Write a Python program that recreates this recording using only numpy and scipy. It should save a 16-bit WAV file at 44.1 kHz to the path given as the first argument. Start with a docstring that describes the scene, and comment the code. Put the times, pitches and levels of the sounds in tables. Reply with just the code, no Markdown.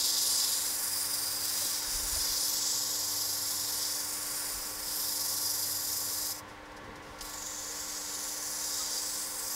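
"""From the start, hand-held abrasive paper hisses on a wooden spindle turning in a lathe: grit noise, throbbing
with each turn, excites the resonances of paper and cupped fingers. Puffs of air thud on the one microphone.
After six seconds the paper is lifted: noise bursts scuff and a sleeve rustles. It lands about a second later,
slaps once a turn until it seats, and hisses on, at first fainter, to the end. Beneath it all, motor, belt,
spindle and bearings hum as sines and the housing as filtered noise, with the wood's rasp."""
import sys
import numpy as np
from scipy import signal
from scipy.fft import rfft, irfft, next_fast_len
from scipy.io import wavfile
from scipy.ndimage import uniform_filter1d, map_coordinates

SR = 44100
rng = np.random.default_rng(int(sys.argv[2]) if len(sys.argv) > 2 else 0)


def to_wav(sig):
    """Store sig (one row per channel, or 1-D mono) as 16-bit WAV at the path in sys.argv[1].

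    Samples outside -1..1 are clipped; the rate is SR.
    """
    pcm = np.clip(np.atleast_2d(sig), -1, 1) * 32767
    pcm = np.round(pcm).astype(np.int16)
    wavfile.write(sys.argv[1], SR, pcm.T)  # frames by channels


N = 421155  # length in samples
TOP_HZ = 15750  # upper band limit

# Draught between puffs. Each row: time in seconds, level in dB.
CALM_DRAUGHT = [(0, -66), (1.5, -68), (6.3, -68), (6.8, -61), (7.5, -61.5), (8.4, -64.5), (9.55, -65)]
# Spectrum of the draught. Each row: frequency in Hz, density in dB per Hz.
DRAUGHT_SPECTRUM = [(12, -40), (22, -3.5), (55, -1.5), (90, -11), (200, -23), (400, -63)]
# Puffs of air. Each row: middle in seconds, level in dB, frequency in Hz.
PUFFS = [(1.959, -37, 35), (2.043, -36.5, 42), (2.115, -42, 45), (2.138, -37, 54.4), (2.174, -37, 60),
         (2.215, -45, 40), (2.31, -45, 35), (4.562, -44, 45), (4.61, -49, 35), (4.79, -50, 35),
         (4.92, -55, 50), (6.889, -46, 65), (7.235, -46, 40)]
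GUST_DB, GUST_HALF_S = -15.5, 0.12  # the gust under each puff: level relative to the puff, half length

# Sleeve rustle as the arm shifts. Each row: time in seconds, level in dB.
SLEEVE_LEVEL = [(6.3, -65), (6.5, -57), (6.6, -69), (6.8, -57), (6.88, -50), (7, -57), (7.15, -59),
                (7.3, -82)]
# Spectrum of the cloth. Each row: frequency in Hz, density in dB per Hz.
CLOTH_SPECTRUM = [(50, -16), (90, 2), (250, -2), (500, -3), (900, -55)]
# Brief soft pips and knocks. Each row: middle in seconds, peak in dB, frequency in Hz, half length in seconds.
PIPS = [(1.625, -43, 574, .008), (1.655, -40, 346, 0.0022), (2.165, -41, 620, 0.0045),
        (8.813, -44, 1260, 0.017)]

SPINDLE_HZ, BELT_HZ, FIELD_HZ = 23.28, 14.31, 74.81  # spindle speed, belt rate, motor's magnetic hum
# Spindle orders. Each row: multiple of the spindle speed, level in dB rms.
SPINDLE_ORDERS = [(4, -72), (6, -76), (9, -75), (16, -75), (18, -70), (20, -68), (21, -68), (40, -75)]
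# Belt orders. Each row: multiple of the belt's rate, level in dB rms.
BELT_ORDERS = [(14, -69), (48, -74), (54, -72), (55, -68), (57, -71), (62, -69), (63, -61), (64, -64),
               (69, -70), (71, -68), (72, -66), (73, -68), (74, -68), (75, -68), (79, -61), (80, -69),
               (95, -71), (96, -66), (97, -69), (102, -74), (105, -74), (106, -67), (110, -71), (121, -70),
               (129, -70), (137, -70), (138, -67), (139, -71)]
# Motor field orders. Each row: multiple of the magnetic hum, level in dB rms.
FIELD_ORDERS = [(2, -76), (3, -75), (4, -58), (7, -61), (8, -68), (11, -69), (15, -67), (19, -67),
                (30, -68)]
# Bearing whines. Each row: frequency in Hz, level in dB rms.
BEARING_WHINES = [(533.8, -64.5), (723.5, -69), (799.3, -64.5), (1701, -78), (1711, -69), (1839, -66),
                  (2547, -87)]
DRONE_DB = -75  # the belt's low drone at rest
# Swells of the drone. 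Each row: middle in seconds, level in dB, half length in seconds.
DRONE_SWELLS = [(1.35, -64, 0.85), (3.35, -60, 0.67), (5.75, -60, 0.69)]
# Modes of the headstock casting, shaken by the drive. Each row: frequency in Hz, width in Hz, relative level in dB.
CASTING_MODES = [(440, 42, 3.5), (601, 77, 2), (800, 160, -3), (940, 57, 0.5), (1050, 120, 5),
                 (1410, 24, -1), (1520, 34, -10), (1723, 31, 5.5), (1890, 13, -2.5), (2010, 66, -0.5),
                 (2090, 67, -0.5), (2580, 31, -21)]
# Spectrum of the broad whirr. Each row: frequency in Hz, density in dB per Hz.
WHIRR_SPECTRUM = [(60, -11), (110, -9), (180, -18), (270, -13), (400, -15), (1200, -15.5), (2400, -25),
                  (3500, -17), (5000, -21.5), (7000, -26), (10000, -33), (16000, -38)]
# The wood's rasp. Each row: time in seconds, level in dB.
RASP_LEVEL = [(0, -55), (0.2, -57), (0.45, -51), (2.2, -49.5), (2.4, -53.5), (3.2, -57), (4.45, -50),
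              (5.1, -56), (6.8, -56.5), (8, -54), (9.55, -55)]
# Spectrum of the rasp. Each row: frequency in Hz, density in dB per Hz.
RASP_SPECTRUM = [(700, -38), (1000, -2.5), (1500, 6), (2300, 1.5), (2900, -1), (3500, -4.5)]

# Touches of the lifted paper. Each row: start in seconds, level in dB, fall time in seconds.
SCUFFS = [(6.479, -58, 0.066), (6.652, -61, .03), (6.695, -62, .005), (6.715, -58, .012), (6.764, -52, .02),
          (6.84, -60, .03), (6.953, -55, 0.027), (7.02, -59, 0.56), (7.185, -50, 0.013),
          (7.207, -37, 0.012)]
# Spectrum of a scuff. Each row: frequency in Hz, density in dB per Hz.
SCUFF_SPECTRUM = [(1760, -36), (3000, -10), (4300, -7), (4970, 1), (8420, -11), (9670, -9), (15700, -21)]
SCUFF_ATTACK_S = 0.0037

# Paper on the wood, one list a stroke. Each row: time in seconds, hiss level in dB, then the shares of the
# treble, of the main ring and of the low scrape in dB.
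STROKES = [
    [(0, -28.5, -5, -4.5, -11.5), (0.37, -29.0, -5.5, -4.5, -12.5), (0.6, -31.0, -4, -9.5, -11.5),
     (0.8, -32, -1.5, -9.5, -15.5), (1.4, -34.5, -2.5, -5, -15), (1.62, -31, -3.5, -9, -13),
     (1.82, -35.0, -5.0, -7.0, -14), (2.07, -33, -3.5, -8.5, -15.5), (2.3, -31, -6, -3, -13),
     (2.7, -31.0, -7.5, -7.5, -13.5), (3.1, -33, -5.5, -7, -13.5), (3.9, -33.5, -5, -6, -15),
     (4.1, -35.5, -3.0, -10, -16.5), (4.45, -35, -2, -7.5, -16.5), (4.77, -39.0, -2.5, -7, -15.5),
     (4.95, -33, -3, -6.5, -13.5), (5.3, -32.0, -4.5, -7.5, -16.5), (6.322, -34, -4.0, -7.5, -16.5)],
    [(7.217, -44.5, -3, -8.5, -9.5), (7.45, -40.5, -7, -10.5, -12), (7.75, -38.5, -6.5, -8.5, -14),
     (8.15, -38.5, -7, -7.5, -14), (8.5, -36.0, -5, -9, -17.5), (8.82, -34.0, -8.0, -7.5, -14),
     (9.05, -34.5, -6.0, -6, -17.0), (9.38, -37.5, -3, -9.5, -16), (9.55, -35, -3, -9.5, -17.5)],
]
# Resonances of the paper. 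Each row: frequency in Hz, width in Hz, relative level in dB, then the gain in dB per dB
# of treble share, of ring share and of scrape share.
PAPER_RESONANCES = [(3820, 1850, -8, 0.5, 0.085, 1.3), (4930, 1020, -6.5, 1, 1.22, 0.14),
                    (5760, 2000, -6.5, -0.3, -0.24, -0.61), (7240, 1370, -7.5, -0.13, -0.83, 0.083)]
# Fizz above the resonances. Each row: frequency in Hz, density in dB per Hz.
FIZZ_SPECTRUM = [(7000, -7), (8200, -0.5), (9000, -0.5), (10500, 0.5), (13000, -2), (14000, -1),
                 (15700, -6)]
FIZZ_DB, FIZZ_FOLLOWS = -5.5, 2.07  # relative level, and dB per dB of treble share
# Hollows between fingers, paper and wood, gliding as the hand shifts. Each row: start in seconds, length in
# seconds, first frequency in Hz, last frequency in Hz, lift or dip in dB.
HOLLOWS = [(0, .6, 14800, 14500, -9), (0.225, 0.16, 12000, 8340, 6), (0.447, 0.19, 11500, 8900, 4),
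           (.65, 0.63, 10100, 9000, 5), (1.85, 0.33, 9700, 9700, 5), (2.17, 0.22, 9400, 14600, 3.5),
           (2.39, 0.18, 9050, 14500, 7), (2.75, 0.88, 11300, 10600, 5), (2.75, 0.92, 13000, 12300, 6.5),
           (3.685, 0.1, 13200, 10500, 5.5), (2.75, 0.95, 9500, 9400, -1.5), (3.9, 0.63, 9300, 9100, 4.5),
           (3.95, .75, 14000, 14000, -1.5), (4.95, 1.4, 12400, 12300, 6.5), (5.197, 0.57, 10900, 10900, 4),
           (7.332, 0.38, 6750, 6640, 4.5), (7.6, 1.8, 5500, 5500, -2.5), (8.1, 0.72, 10200, 10100, 5),
           (8.854, 0.54, 9800, 10000, 5), (9, 0.47, 8000, 8400, 6.5)]
PORT_EDGE_HZ = 4600  # the small port in front of the microphone passes less below this
RUNOUT_DB, RUNOUT_VARIES_DB = 0.87, 0.2  # throb of the out-of-round wood, and how it varies along it
# Lifting off: the edge trails on the wood for TRAIL_S, fainter by TRAIL_DB after DROP_S, then leaves.
TRAIL_S, TRAIL_DB, DROP_S, LEAVE_DB_PER_S = 0.072, -9, 0.017, -900
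# Until the paper seats, a high spot slaps it once a turn: first slap, seated, contrast, half length.
SLAP_S, SEATED_S, SLAP_CONTRAST_DB, SLAP_HALF_S = 7.254, 7.49, 4, 0.0057


def amp(db):
    """Decibel law: the amplitude gain of a level in dB."""
    return np.exp(np.asarray(db) * float(np.log(10) / 20))


def unit(x):
    """Normalisation of power: x at rms 1."""
    return x / np.sqrt(np.mean(x ** 2) + 1e-20)


def along(points, hz):
    """Linear interpolation of (Hz, value) points on a logarithmic frequency axis."""
    f, v = np.transpose(points)
    return np.interp(np.log(hz + 1), np.log(f + 1), v)


def curves(rows, t):
    """Linear interpolation in time of each column after the first, read at the times t."""
    s, *cols = np.transpose(rows)
    return [np.interp(t, s, c) for c in cols]


def bump(t, middle, half):
    """Gaussian envelope: a smooth swell around a moment."""
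    return np.exp(-((t - middle) / half) ** 2)


def wobble(rate):
    """Band-limited random fluctuation: a spline through random knots, rate knots a second."""
    coarse = np.arange(0, N + 64, 64)
    knots = rng.standard_normal(int(N * rate / SR) + 4)
    return np.interp(np.arange(N), coarse, map_coordinates(knots, [coarse * rate / SR]))


def filtered(x, response):
    """Linear filtering: the spectrum of x times a response of frequency."""
    m = next_fast_len(N + SR // 2)
    return irfft(rfft(x, m) * response(np.fft.rfftfreq(m, 1 / SR)), m)[..., :N]


def noise(spectrum):
    """Spectral shaping: white noise given a spectrum, cut at its last frequency, at rms 1."""
    white = rng.standard_normal(N)
    return unit(filtered(white, lambda hz: amp(along(spectrum, hz)) * (hz < spectrum[-1][0])))


def hump(hz, centre_hz, width_hz, skirt):
    """Resonance: gain around a centre frequency, of the same total power for every width."""
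    return (1 + (2 * (hz - centre_hz) / width_hz) ** 2) ** -skirt * np.sqrt(SR / 2 / width_hz)


def draught():
    """Turbulent pressure on the microphone: air stirred by the work, each puff one dip and swing."""
    t = np.arange(N) / SR
    slow = t[::256]
    power = amp(curves(CALM_DRAUGHT, slow)[0]) ** 2
    for s, db, _ in PUFFS:
        power = power + (amp(db + GUST_DB) * bump(slow, s, GUST_HALF_S)) ** 2
    level = np.interp(t, slow, np.sqrt(power))
    gusty = amp(1.6 * wobble(10) + 1.5 * wobble(2.85))
    air = level * unit(gusty * noise(DRAUGHT_SPECTRUM))
    for s, db, hz in PUFFS:
        near = slice(int((s - .1) * SR), int((s + .1) * SR))
        cycles = (t[near] - s) * hz
        air[near] += amp(db) * np.sin(2 * np.pi * cycles) * bump(cycles, 0, 0.69)
    return air


def handling():
    """Friction of cloth as fluctuating noise, and short soft tones as sines under Gaussian envelopes."""
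    t = np.arange(N) / SR
    rustle = amp(curves(SLEEVE_LEVEL, t)[0]) * unit(amp(2.3 * wobble(25)) * noise(CLOTH_SPECTRUM))
    pips = sum(amp(db) * np.sin(2 * np.pi * hz * (t - s)) * bump(t, s, length)
               for s, db, hz, length in PIPS)
    return rustle + pips


def orders(table, base_hz, drift, flicker_db):
    """Order analysis in reverse: flickering sines on multiples of one slightly unsteady speed."""
    turns = np.cumsum(base_hz * (1 + drift * wobble(3))) / SR
    total = np.zeros(N)
    for multiple, db in table:
        level = amp(db + flicker_db * wobble(7))
        total += level * np.sin(2 * np.pi * (multiple * turns + rng.random()))
    return np.sqrt(2) * total


def bearings():
    """Narrow-band tones: the bearings whine at fixed frequencies, wandering in level and phase."""
    t = np.arange(N) / SR
    total = np.zeros(N)
    for hz, db in BEARING_WHINES:
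        level = amp(db + 0.83 * wobble(4.5))
        total += level * np.sqrt(2) * np.sin(2 * np.pi * hz * t + 1.43 * wobble(5))
    return total


def belt_drone():
    """Amplitude modulation: the seventh multiple of the belt's rate swells and sinks."""
    t = np.arange(N) / SR
    level = amp(DRONE_DB) + sum(amp(db) * bump(t, s, half) for s, db, half in DRONE_SWELLS)
    return level * np.sqrt(2) * np.sin(2 * np.pi * 7 * BELT_HZ * t + 0.7 * wobble(5.7))


def casting_response(hz):
    """Modal superposition: the powers of the casting's resonances add, falling off at high frequencies."""
    modes = sum(amp(db) ** 2 / (1 + (2 * (hz - centre) / width) ** 2) for centre, width, db in CASTING_MODES)
    return np.sqrt(modes / (1 + (hz / 3200) ** 6))


def lathe():
    """Periodic and random excitation: tones of the drive over noise of the housing; the wood rasps."""
    t = np.arange(N) / SR
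    tones = orders(SPINDLE_ORDERS, SPINDLE_HZ, drift=0.00129, flicker_db=2.5)
    tones += orders(BELT_ORDERS, BELT_HZ, drift=0.001207, flicker_db=2.0)
    tones += orders(FIELD_ORDERS, FIELD_HZ, drift=0.00042, flicker_db=-0.8)
    tones += bearings() + belt_drone()
    shake = amp(-54) * unit(filtered(rng.standard_normal(N), casting_response))
    whirr = amp(-56.5) * noise(WHIRR_SPECTRUM)
    rasp = amp(curves(RASP_LEVEL, t)[0]) * noise(RASP_SPECTRUM)
    return tones + shake + whirr + rasp


def scuffs():
    """Transient friction: the lifted paper grazes the wood in noise bursts of quick rise and Gaussian fall."""
    t, level = np.arange(N) / SR, np.zeros(N)
    for s, db, fall_s in SCUFFS:
        since = t[int(s * SR):int((s + .8) * SR)] - s
        rise = np.clip(since / SCUFF_ATTACK_S, 0, 1)
        level[int(s * SR):][:len(since)] += amp(db) * rise * bump(since, 0, max(fall_s, .005))
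    return level * noise(SCUFF_SPECTRUM)


def throb(change):
    """Runout: out-of-round wood swings the pressure each turn, its pattern changing as the paper slides along."""
    t = np.arange(N) / SR
    swing = sum(np.sin(2 * np.pi * k * SPINDLE_HZ * t + 2.0 * wobble(change)) / k ** 2.3 for k in range(1, 4))
    return amp((RUNOUT_DB + RUNOUT_VARIES_DB * wobble(2.16)) * swing)


def grit():
    """Random excitation: dense uneven scratches of grains, throbbing with the turn and the hand's tremor."""
    scratches = rng.standard_normal(N) * amp(0.48 * rng.exponential(size=N))
    tremor = amp(0.49 * wobble(15) + 0.49 * wobble(150))
    return unit(scratches * throb(change=1.498) * tremor)


def shares(t):
    """Spectral balance: treble, main-ring and low-scrape shares of the hiss about their means, in dB."""
    rows = sum(STROKES, [])
    return [share - share.mean() for share in curves(rows, t)[1:]]


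def slaps(t):
    """Periodic impact: gain of the once-a-turn slaps while the paper finds its seat."""
    turn = (t - SLAP_S) * SPINDLE_HZ
    near = bump((turn - np.round(turn)) / SPINDLE_HZ, 0, SLAP_HALF_S)
    # a little quieter between slaps, louder on them
    return amp(SLAP_CONTRAST_DB * (near - 0.2) * (turn > -.5) * (t < SEATED_S))


def contact(t):
    """Friction needs contact: the hiss follows each stroke, lands at once and trails off after the lift."""
    level = 0
    for stroke in STROKES:
        start, end = stroke[0][0], stroke[-1][0]
        trail_db = TRAIL_DB * np.clip((t - end) / DROP_S, 0, 1)
        leave_db = LEAVE_DB_PER_S * np.clip(t - end - TRAIL_S, 0, 1)
        level = level + amp(curves(stroke, t)[0] + trail_db + leave_db) * (t >= start)
    return level * slaps(t)


def paper_power(hz, t):
    """Resonant filtering: power response of paper and fizz, shared out between treble, ring and scrape."""
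    treble, ring, scrape = shares(t)
    fizz = amp(along(FIZZ_SPECTRUM, hz)) * (hz > FIZZ_SPECTRUM[0][0])
    power = (amp(FIZZ_DB + FIZZ_FOLLOWS * treble) * unit(fizz)) ** 2
    for centre, width, db, per_treble, per_ring, per_scrape in PAPER_RESONANCES:
        level_db = db + per_treble * treble + per_ring * ring + per_scrape * scrape
        power = power + (amp(level_db) * hump(hz, centre, width, skirt=1.0)) ** 2
    return power


def hollows_db(hz, t):
    """Cavity resonance: the gliding hollows of the hand lift or dip a moving band, in dB."""
    lift_db = 0
    for start, length, from_hz, to_hz, db in HOLLOWS:
        held = np.clip(np.minimum(t - start, start + length - t) / .04 + .7, 0, 1)
        # a hollow that glides fast is also broad
        width = np.hypot(560, .075 * (to_hz - from_hz) / length)
        centre = np.interp(t, [start, start + length], [from_hz, to_hz])
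        lift_db = lift_db + db * held * bump(hz, centre, width)
    return lift_db


def sanding():
    """Source and filter: grit noise passes the paper's resonances, the hand's hollows and the port."""
    hz, t, spectrum = signal.stft(grit(), SR, nperseg=512)
    hz = hz[:, None]
    port_db = -6 / (1 + (hz / PORT_EDGE_HZ) ** 60)
    # fine grit excites little below the paper's first resonance
    fine_grit_db = -8 / (1 + (hz / 3100) ** 16)
    colour = np.sqrt(paper_power(hz, t)) * amp(port_db + fine_grit_db + hollows_db(hz, t))
    colour = colour / np.sqrt(np.mean(colour ** 2, axis=0))
    # narrow random ridges and valleys make the hiss slightly uneven and drift slowly
    ridges = uniform_filter1d(rng.standard_normal(spectrum.shape), size=2, axis=0)
    ridges = uniform_filter1d(ridges, size=60, axis=1)
    shaped = signal.istft(spectrum * colour * amp(1.6 * unit(ridges)), SR, nperseg=512)[1][:N]
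    return unit(shaped) * contact(np.arange(N) / SR)


def scene():
    """Superposition: all pressures add at one microphone, which feeds both channels."""
    mono = draught() + handling() + lathe() + scuffs() + sanding()
    return np.array([mono, mono])


def record(dry):
    """Band limitation: nothing passes at or above the upper limit."""
    return filtered(dry, lambda hz: hz < TOP_HZ)


dry = scene()
out = record(dry)
to_wav(out)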